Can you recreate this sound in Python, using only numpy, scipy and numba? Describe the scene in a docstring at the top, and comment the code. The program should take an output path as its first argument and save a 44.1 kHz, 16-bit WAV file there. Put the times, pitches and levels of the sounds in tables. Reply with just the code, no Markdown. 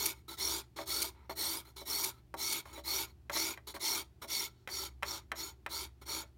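"""A steel card scraper takes old finish off a wooden handle on a workbench, heard close on one microphone.
The blade lands with a knock or a light drag, then is pulled along the wood: fibres tear, blade and
handle ring. Now and then the edge catches with a short squeak; faint rustles fall between some pulls.
The place is a small workshop: faint, short reflections from near walls, and a low hum behind the work."""
import sys
import numpy as np
from scipy import signal
from scipy.fft import rfft, irfft, next_fast_len
from scipy.io import wavfile
from scipy.ndimage import uniform_filter1d
from numba import njit

SR = 44100
rng = np.random.default_rng(int(sys.argv[2]) if len(sys.argv) > 2 else 0)


def waveform_to_disk(signal):
    """Save audio, clipped to [-1, 1], as 16-bit WAV at the path in sys.argv[1]."""
    frames = np.transpose(np.atleast_2d(signal))
    scaled = np.clip(frames, -1, 1) * 32767
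    samples = np.round(scaled).astype(np.int16)
    wavfile.write(sys.argv[1], SR, samples)


N = 280917
T = np.arange(N) / SR

# room tone, the still air of the workshop: frequency_hz, density_db
AIR_SPECTRUM = [(25, -15.5), (55, 12), (90, 6), (170, 3), (260, -2.5), (370, 2), (500, -16), (750, -11),
                (950, -16.5), (1600, -20.5), (4500, -25), (8000, -30.5), (16000, -30.5)]
# workshop hum: pitch_hz, level_db, unsteadiness (0-1)
HUM_LINES = [(65, -60, 0.3), (82.8, -68, 1), (119, -66.5, 0.3)]
# slow wavering of the hum's deepest lines: time_s, level_db
HUM_WAVER = [(0.0, -55), (0.12, -66), (0.53, -53), (0.65, -65.5), (0.94, -57), (2.61, -66), (2.68, -58),
             (3.74, -60.5), (3.85, -75), (3.99, -59.5), (4.67, -68.5), (4.74, -54.5), (5.73, -63),
             (5.78, -53.5), (6.16, -57), (6.37, -68)]
# the handle ringing on the bench: pitch_hz, level_db, t60_s
WOOD_MODES = [(239, -5.5, 0.16), (323, -6.5, 0.32), (397, -7, 0.25), (577.3, -4, 0.13), (658, -8, 0.19),
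              (778, -15, 0.11), (931, -4.5, 0.052), (1116, -4.5, 0.059), (1367, -9.5, 0.057),
              (1590, -6.5, 0.026), (1800, -3, 0.033), (2050, 1, 0.025), (2420, -2.5, 0.026),
              (3146, -4, 0.025), (3950, -5, 0.035), (5570, -7, 0.043)]
# the blade lands and the handle hits the bench: start_s, level_db, centre_hz
KNOCKS = [(0.788, -30, 830), (0.806, -34, 670), (1.296, -29, 1000), (1.2995, -40, 900), (1.309, -35, 786),
          (1.815, -41, 800), (2.341, -25.5, 870), (2.348, -37, 810), (2.656, -41.5, 1160),
          (2.777, -41.5, 696), (2.792, -43, 760), (3.297, -26, 1870), (3.302, -29, 1030),
          (3.365, -26.5, 1050), (3.575, -34.5, 1800), (3.741, -42, 1390), (3.764, -36.5, 1260),
          (4.243, -35.5, 810), (4.675, -27, 2030), (4.689, -35, 1770), (5.025, -29, 1270),
          (5.031, -17.5, 1970), (5.3177, -21, 1710), (5.663, -22.5, 1900), (6.234, -46, 906)]
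# blade modes that a catch rings: pitch_hz, width_hz, level_db
CATCH_MODES = [(2280, 180, -7.5), (4366, 340, -3.5), (6200, 670, -3.5), (9700, 970, 1), (13030, 400, -2.5),
               (15300, 1100, -6)]
# the edge catches: middle_s, length_s, level_db
CATCHES = [(0.0616, 0.010, -24.5), (1.025, 0.013, -28.5), (1.427, 0.0021, -33), (2.046, 0.01, -28),
           (2.53, 0.01, -30), (3.44, 0.0015, -44), (3.88, 0.0022, -41)]
# light drags and faint, soft rustles between pulls: start_s, end_s, low_db, mid_db, hiss_db
DRAGS_AND_RUSTLES = [ (0.147, 0.232, -69, -74, -74), (.279, 0.369, -49.5, -50, -52.5),
                     (0.76, 0.856, -48, -51, -56.5), (1.143, 1.295, -65, -85, -90),
                     (1.293, 1.346, -45, -51, -53), (1.647, 1.731, -62, -66, -66),
                     (1.76, 1.85, -54, -51.5, -56), (2.134, 2.225, -68.5, -77, -79),
                     (2.65, 2.76, -57.5, -65, -65.5), (2.725, 2.823, -52.5, -56, -58.5),
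                     (3.065, 3.135, -65, -69, -72), (3.668, 3.735, -51.5, -49, -51.5),
                     (3.74, 3.79, -46.5, -52, -53), (4.215, 4.27, -47.5, -53.5, -52.5),
                     (4.533, 4.67, -78, -78.5, -92), (6.013, 6.051, -53, -60, -60.5),
                     (6.26, 6.322, -76, -82.5, -89)]
# pulls along the handle: start_s, end_s, start_place, end_place (0-1 along the wood),
# ring_db (extra on the blade's lowest bending note), handle_db, blade_db, hiss_db, pressure_rise_db
PULLS = [ (-.053, 0.143, 0.12, 0.94, 2, -44, -39.5, -40.5, 0),
         (0.366, 0.627, 0.03, 1, 0, -45.5, -37.5, -41.5, 0),
         (0.854, 1.11, .05, 0.82, -1, -46, -39, -41, -0.5),
         (1.351, 1.624, .05, 0.88, 2.5, -47, -40, -40.5, -2.5),
         (1.847, 2.123, 0, 1, 2.5, -46, -39, -39.5, 3.5),
         (2.362, 2.622, .1, 1, 5.5, -45.5, -38.5, -41.5, 5),
         (2.834, 3.066, 0.11, .95, 4, -44.5, -37.5, -40.5, 6),
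         (3.31, 3.555, 0.2, 0.96, 7, -42.5, -37.5, -41.5, -4.5),
         (3.793, 4.037, 0.07, 0.76, 5.5, -43.5, -36.5, -40, -0.5),
         (4.272, 4.491, 0.3, .6, 6, -46, -37.5, -42.5, 0.5),
         (4.676, 4.897, 0.4, 0.44, -0.5, -49.5, -41.5, -47, 5.5),
         (5.037, 5.212, .4, .62, -2.5, -48.5, -42.5, -50, -1.5),
         (5.347, 5.533, .2, 0.5, -3.5, -51, -45, -50, -8), (5.686, 5.88, .1, .8, -3, -48.5, -42.5, -47, -1),
         (6.052, 6.247, 0.4, 0.7, -1.5, -46.5, -41.5, -46.5, 1)]
# how handle, blade and hiss (a row each) answer a pull:
# attack_s, release_s, rise_db, mid_swell_db, after_ring_db, after_ring_t60_s
PULL_SHAPES = [(0.047, 0.067, 2.5, -1, -17, 0.15), (0.061, 0.03, -10.5, 8, -39.5, 0.21),
               (0.039, 0.045, -3, 6.5, -32, .15)]
# tearing fibres: frequency_hz, density_db
TEARING_SPECTRUM = [(150, -20), (330, 5.5), (500, -27), (900, -0.5), (1750, -9), (2300, -2), (2750, -13),
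                    (3600, 8.5), (6000, -6.5), (8000, 0.5), (9300, 6), (10400, -3), (13000, 2.5),
                    (16000, -1)]
# resonances that shift as the edge travels: place_0_hz, place_1_hz, width_hz, level_db
SCRAPE_MODES = [(237, 210, 25, -26), (334.3, 335, 7.3, -10.5), (382.2, 385, 14, -8), (443, 390, 18, -18),
                (561, 574, 13, -19), (648, 663, 17, -21.5), (881, 925, 64, -7), (982, 1030, 110, -12.5),
                (1202, 1250, 50, -14), (1284, 1445, 47, -9), (1945, 2420, 160, -9.5),
                (2171, 2260, 58, -9.5), (2964, 3300, 19, -19), (3416, 3700, 240, -18.5),
                (3790, 5050, 120, 3), (4398, 4420, 37, 0), (5210, 6000, 150, -4.5), (5536, 5650, 170, 0.5),
                (6800, 6770, 30, -9.5), (6070, 7400, 150, -17), (8500, 8700, 180, -9),
                (9020, 10000, 160, -18), (9940, 9820, 130, -12), (10750, 10705, 50, -6),
                (12600, 12860, 120, -4), (13820, 13850, 260, -10), (14500, 13000, 220, -15.5),
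                (15300, 12000, 190, -9)]
# when in a pull the blade's main notes sing best: pitch_hz, progress (0-1)
BEST_SINGING = [(3850, 0.26), (4370, 0.37), (5600, 0.33)]


def from_db(db):
    """Decibels to gain."""
    return 10 ** (np.asarray(db) / 20)


def rms_one(x):
    """Scale to rms 1."""
    return x / np.sqrt(np.mean(x ** 2) + 1e-20)


def steady(x):
    """Even out swells longer than 30 ms, keeping the grain; rms 1."""
    return x / np.sqrt(np.abs(uniform_filter1d(x ** 2, int(.03 * SR))) + 1e-12)


def drift(rate_hz):
    """Smooth random wander with about `rate_hz` turns a second; rms 1."""
    r = np.exp(-80 * np.pi * rate_hz / SR)
    noise = rng.standard_normal(N // 40 + 2002)   # one value every 40 samples
    slow = signal.lfilter([1], [1, -2 * r, r * r], noise)[2000:]
    return np.interp(np.arange(N) / 40, np.arange(len(slow)), rms_one(slow))


def colour(x, spectrum):
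    """Give x a smooth spectrum; rms 1."""
    hz, db = np.transpose(spectrum)
    size = next_fast_len(N)
    bins_hz = np.arange(size // 2 + 1) * SR / size
    gain = from_db(np.interp(np.log(bins_hz + 1), np.log(hz), db))
    return rms_one(irfft(rfft(x, size) * gain, size)[:N])


def band(x, edges_hz, order):
    """Butterworth band-pass."""
    return signal.sosfilt(signal.butter(order, edges_hz, "band", fs=SR, output="sos"), x)


@njit
def resonate(x, hz, width_hz):
    """A resonance whose centre may move from sample to sample."""
    turn = 2 * np.pi * hz / SR
    decay = np.exp(-np.pi * width_hz / SR)
    out, state = np.zeros(len(x)), 0j
    for i in range(len(x)):
        state = state * decay * complex(np.cos(turn[i]), np.sin(turn[i])) + x[i]
        out[i] = state.real
    return out


def room_tone(air_db, waver_share):
    """Behind the work: low, wavering hum lines over quiet air."""
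    out = from_db(air_db) * colour(rng.standard_normal(N), AIR_SPECTRUM)
    waver_db = np.interp(T, *np.transpose(HUM_WAVER))
    waver = from_db(waver_share * (waver_db - waver_db.mean()))
    for hz, db, unsteady in HUM_LINES:
        swell = 1 - unsteady + unsteady * (drift(2.6) + 1j * drift(3.0)) / 2   # level and phase wander
        if hz < 100:
            swell *= waver
        out += from_db(db) * rms_one(np.real(swell * np.exp(2j * np.pi * hz * T)))
    return out


def workshop(direct, tail_db, t60_s):
    """Dense reflections from the bench and near walls reach the microphone 3 ms after the direct sound."""
    t = T[:SR // 3]
    tail = band(rng.standard_normal(len(t)), [200, 7000], order=1)
    tail *= from_db(-60 * t / t60_s) * (t > .003)
    return direct + from_db(tail_db) * signal.fftconvolve(direct, tail / np.linalg.norm(tail))[:N]


def knocks(gain_db, spread_octaves, rattle_db, rattle_t60_s, tick_db, tick_t60_s):
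    """Each blow rings the wood modes near its centre, with a brief bench rattle and a steel tick."""
    out, t = np.zeros(N + SR), T[:SR // 4]
    hz, mode_db, t60_s = np.transpose(WOOD_MODES)[:, :, None]
    modes = np.sin(2 * np.pi * hz * t) * from_db(-60 * t / t60_s)
    for start_s, db, centre_hz in KNOCKS:
        weight = from_db(mode_db + rng.normal(0, 0.96, hz.shape))
        weight /= 1 + (np.log2(hz / centre_hz) / spread_octaves) ** 2
        ring = np.sum(weight * rng.choice([-1, 1], hz.shape) * modes, axis=0)
        rattle = band(rng.standard_normal(len(t)), [centre_hz * 0.26, centre_hz * 1.16], order=3)
        rattle = rms_one(rattle) * from_db(rattle_db - 60 * t / rattle_t60_s)
        tick = rng.standard_normal(len(t)) * from_db(tick_db - 60 * t / tick_t60_s)
        blow = ring / np.abs(ring).max() + rattle + tick
        at = int(start_s * SR)
        out[at:at + len(t)] += from_db(db + gain_db) * blow / np.abs(blow).max()
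    return band(out[:N], [200, 16000], order=2)


def catches(gain_db):
    """The edge sticks and lets go in a bright burst on the blade's upper modes."""
    squeak = np.zeros(N)
    for hz, width_hz, db in CATCH_MODES:
        squeak += from_db(db) * rms_one(resonate(rng.standard_normal(N), np.full(N, hz), width_hz))
    bursts = sum(from_db(db) / (1 + (2 * (T - middle_s) / length_s) ** 8)
                 for middle_s, length_s, db in CATCHES)
    return from_db(gain_db) * steady(band(squeak, [1500, 16000], order=2)) * bursts


def hand(resting_place, resting_ring_db):
    """The hand's travel: progress through the pull, place of the edge, freedom of the blade to ring."""
    progress, place, ring_db = np.zeros(N), np.full(N, resting_place), np.full(N, resting_ring_db)
    for start_s, end_s, start_place, end_place, db, *_ in PULLS:
        during = (T >= start_s) & (T < end_s)
        progress[during] = (T[during] - start_s) / (end_s - start_s)
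        place[during] = start_place + (end_place - start_place) * progress[during]
        ring_db[during] = db
    return progress, place, ring_db


def stroke(start_s, end_s, attack_s, release_s):
    """A rubbing contact sets in, holds and lets go; gain 0-1."""
    return np.clip((T - start_s) / attack_s, 0, 1) * np.clip((end_s - T) / release_s, 0, 1)


def drag_and_rustle_power(attack_s, release_s, sag_db_per_s):
    """Power in three bands of the light drags and faint, soft rustles between pulls; each one fades."""
    power = np.zeros((3, N))
    for start_s, end_s, *levels_db in DRAGS_AND_RUSTLES:
        sag = from_db(-sag_db_per_s * np.maximum(T - start_s, 0))
        power += (from_db(levels_db)[:, None] * sag * stroke(start_s, end_s, attack_s, release_s)) ** 2
    return power


def pull_power():
    """Power of handle, blade and hiss: each pull follows the hand's speed and pressure, then rings on."""
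    power = np.zeros((3, N))
    for start_s, end_s, _, _, _, *levels_db, pressure_db in PULLS:
        from_middle = np.clip((T - start_s) / (end_s - start_s), 0, 1) - .5
        for layer, db, shape in zip(power, levels_db, PULL_SHAPES):
            attack_s, release_s, rise_db, swell_db, after_db, t60_s = shape
            effort = from_db((pressure_db + rise_db) * from_middle - swell_db * (2 * from_middle) ** 2)
            contact = effort * stroke(start_s, end_s, attack_s, release_s)
            lift_off = np.clip(1 + (T - end_s) / release_s, 0, 1)
            after_ring = lift_off * from_db(after_db - 60 * np.maximum(T - end_s, 0) / t60_s)
            layer += (from_db(db) * (contact + after_ring)) ** 2
    return power


def friction(snaps_per_s, spread_db, judder_db):
    """Fibres snap as clicks of uneven size, in clumps as the edge sticks and slips."""
    sizes = from_db(spread_db * np.minimum(rng.exponential(1, N), 4)) * rng.standard_normal(N)
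    snapping = rng.random(N) < snaps_per_s / SR
    return rms_one(sizes * snapping * from_db(judder_db * drift(110)))


def scraping(tearing_db, waver_db, swell_db, grain_db, damping_db, tilt):
    """Friction rings blade and handle; the hand's travel bends the resonances and damps the blade."""
    progress, place, ring_db = hand(resting_place=0.24, resting_ring_db=-3.5)
    snaps = friction(snaps_per_s=15000, spread_db=1.5, judder_db=0.3)
    scrape = from_db(tearing_db) * colour(snaps, TEARING_SPECTRUM)
    for base_hz, far_hz, width_hz, db in SCRAPE_MODES:
        hz = base_hz + (far_hz - base_hz) * (place + tilt * drift(7))   # the blade tilts in the hand
        unevenness = np.clip(hz.mean() / 1500, .3, 1)   # the heavy handle's low notes are steadier
        drive = snaps * from_db(unevenness * (waver_db * drift(30) + swell_db * drift(2.25)))
        if 1800 < base_hz < 2600:   # the blade's lowest bending note
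            db = db + ring_db
        if 3600 < base_hz < 6000:   # its main notes, damped away from their best moment
            best = np.interp(base_hz, *np.transpose(BEST_SINGING))
            db = db + damping_db * (1 - np.exp(-((progress - best) / 0.4) ** 2))
        scrape += from_db(db) * rms_one(resonate(drive, hz, width_hz))
    bands_hz = [(190, 2800), (2800, 7600), (7600, 17000)]   # handle, blade, hiss
    layers = [steady(band(scrape, edges_hz, order=5)) for edges_hz in bands_hz]
    power = pull_power() + drag_and_rustle_power(attack_s=0.0066, release_s=0.036, sag_db_per_s=22.5)
    return np.sum(layers * np.sqrt(power), axis=0) * from_db(grain_db * drift(25))


def scene():
    """Close to the bench, in mono: scraping, catches and knocks, with the humming room behind."""
    work = scraping(tearing_db=-1.5, waver_db=4.0, swell_db=2.5, grain_db=0.21,
                    damping_db=-17.5, tilt=0.11)
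    work += catches(gain_db=-2.5)
    work += knocks(gain_db=-0.5, spread_octaves=0.85, rattle_db=-14.5, rattle_t60_s=0.089,
                   tick_db=-19.5, tick_t60_s=0.026)
    work_in_room = workshop(work, tail_db=-20.5, t60_s=0.19)
    return (work_in_room + room_tone(air_db=-66, waver_share=0.8))[None]


def record(dry):
    """The microphone's signal is cut steeply above 16.2 kHz."""
    return signal.sosfilt(signal.ellip(12, .1, 80, 16200, fs=SR, output="sos"), dry)


dry = scene()
out = record(dry)
waveform_to_disk(out)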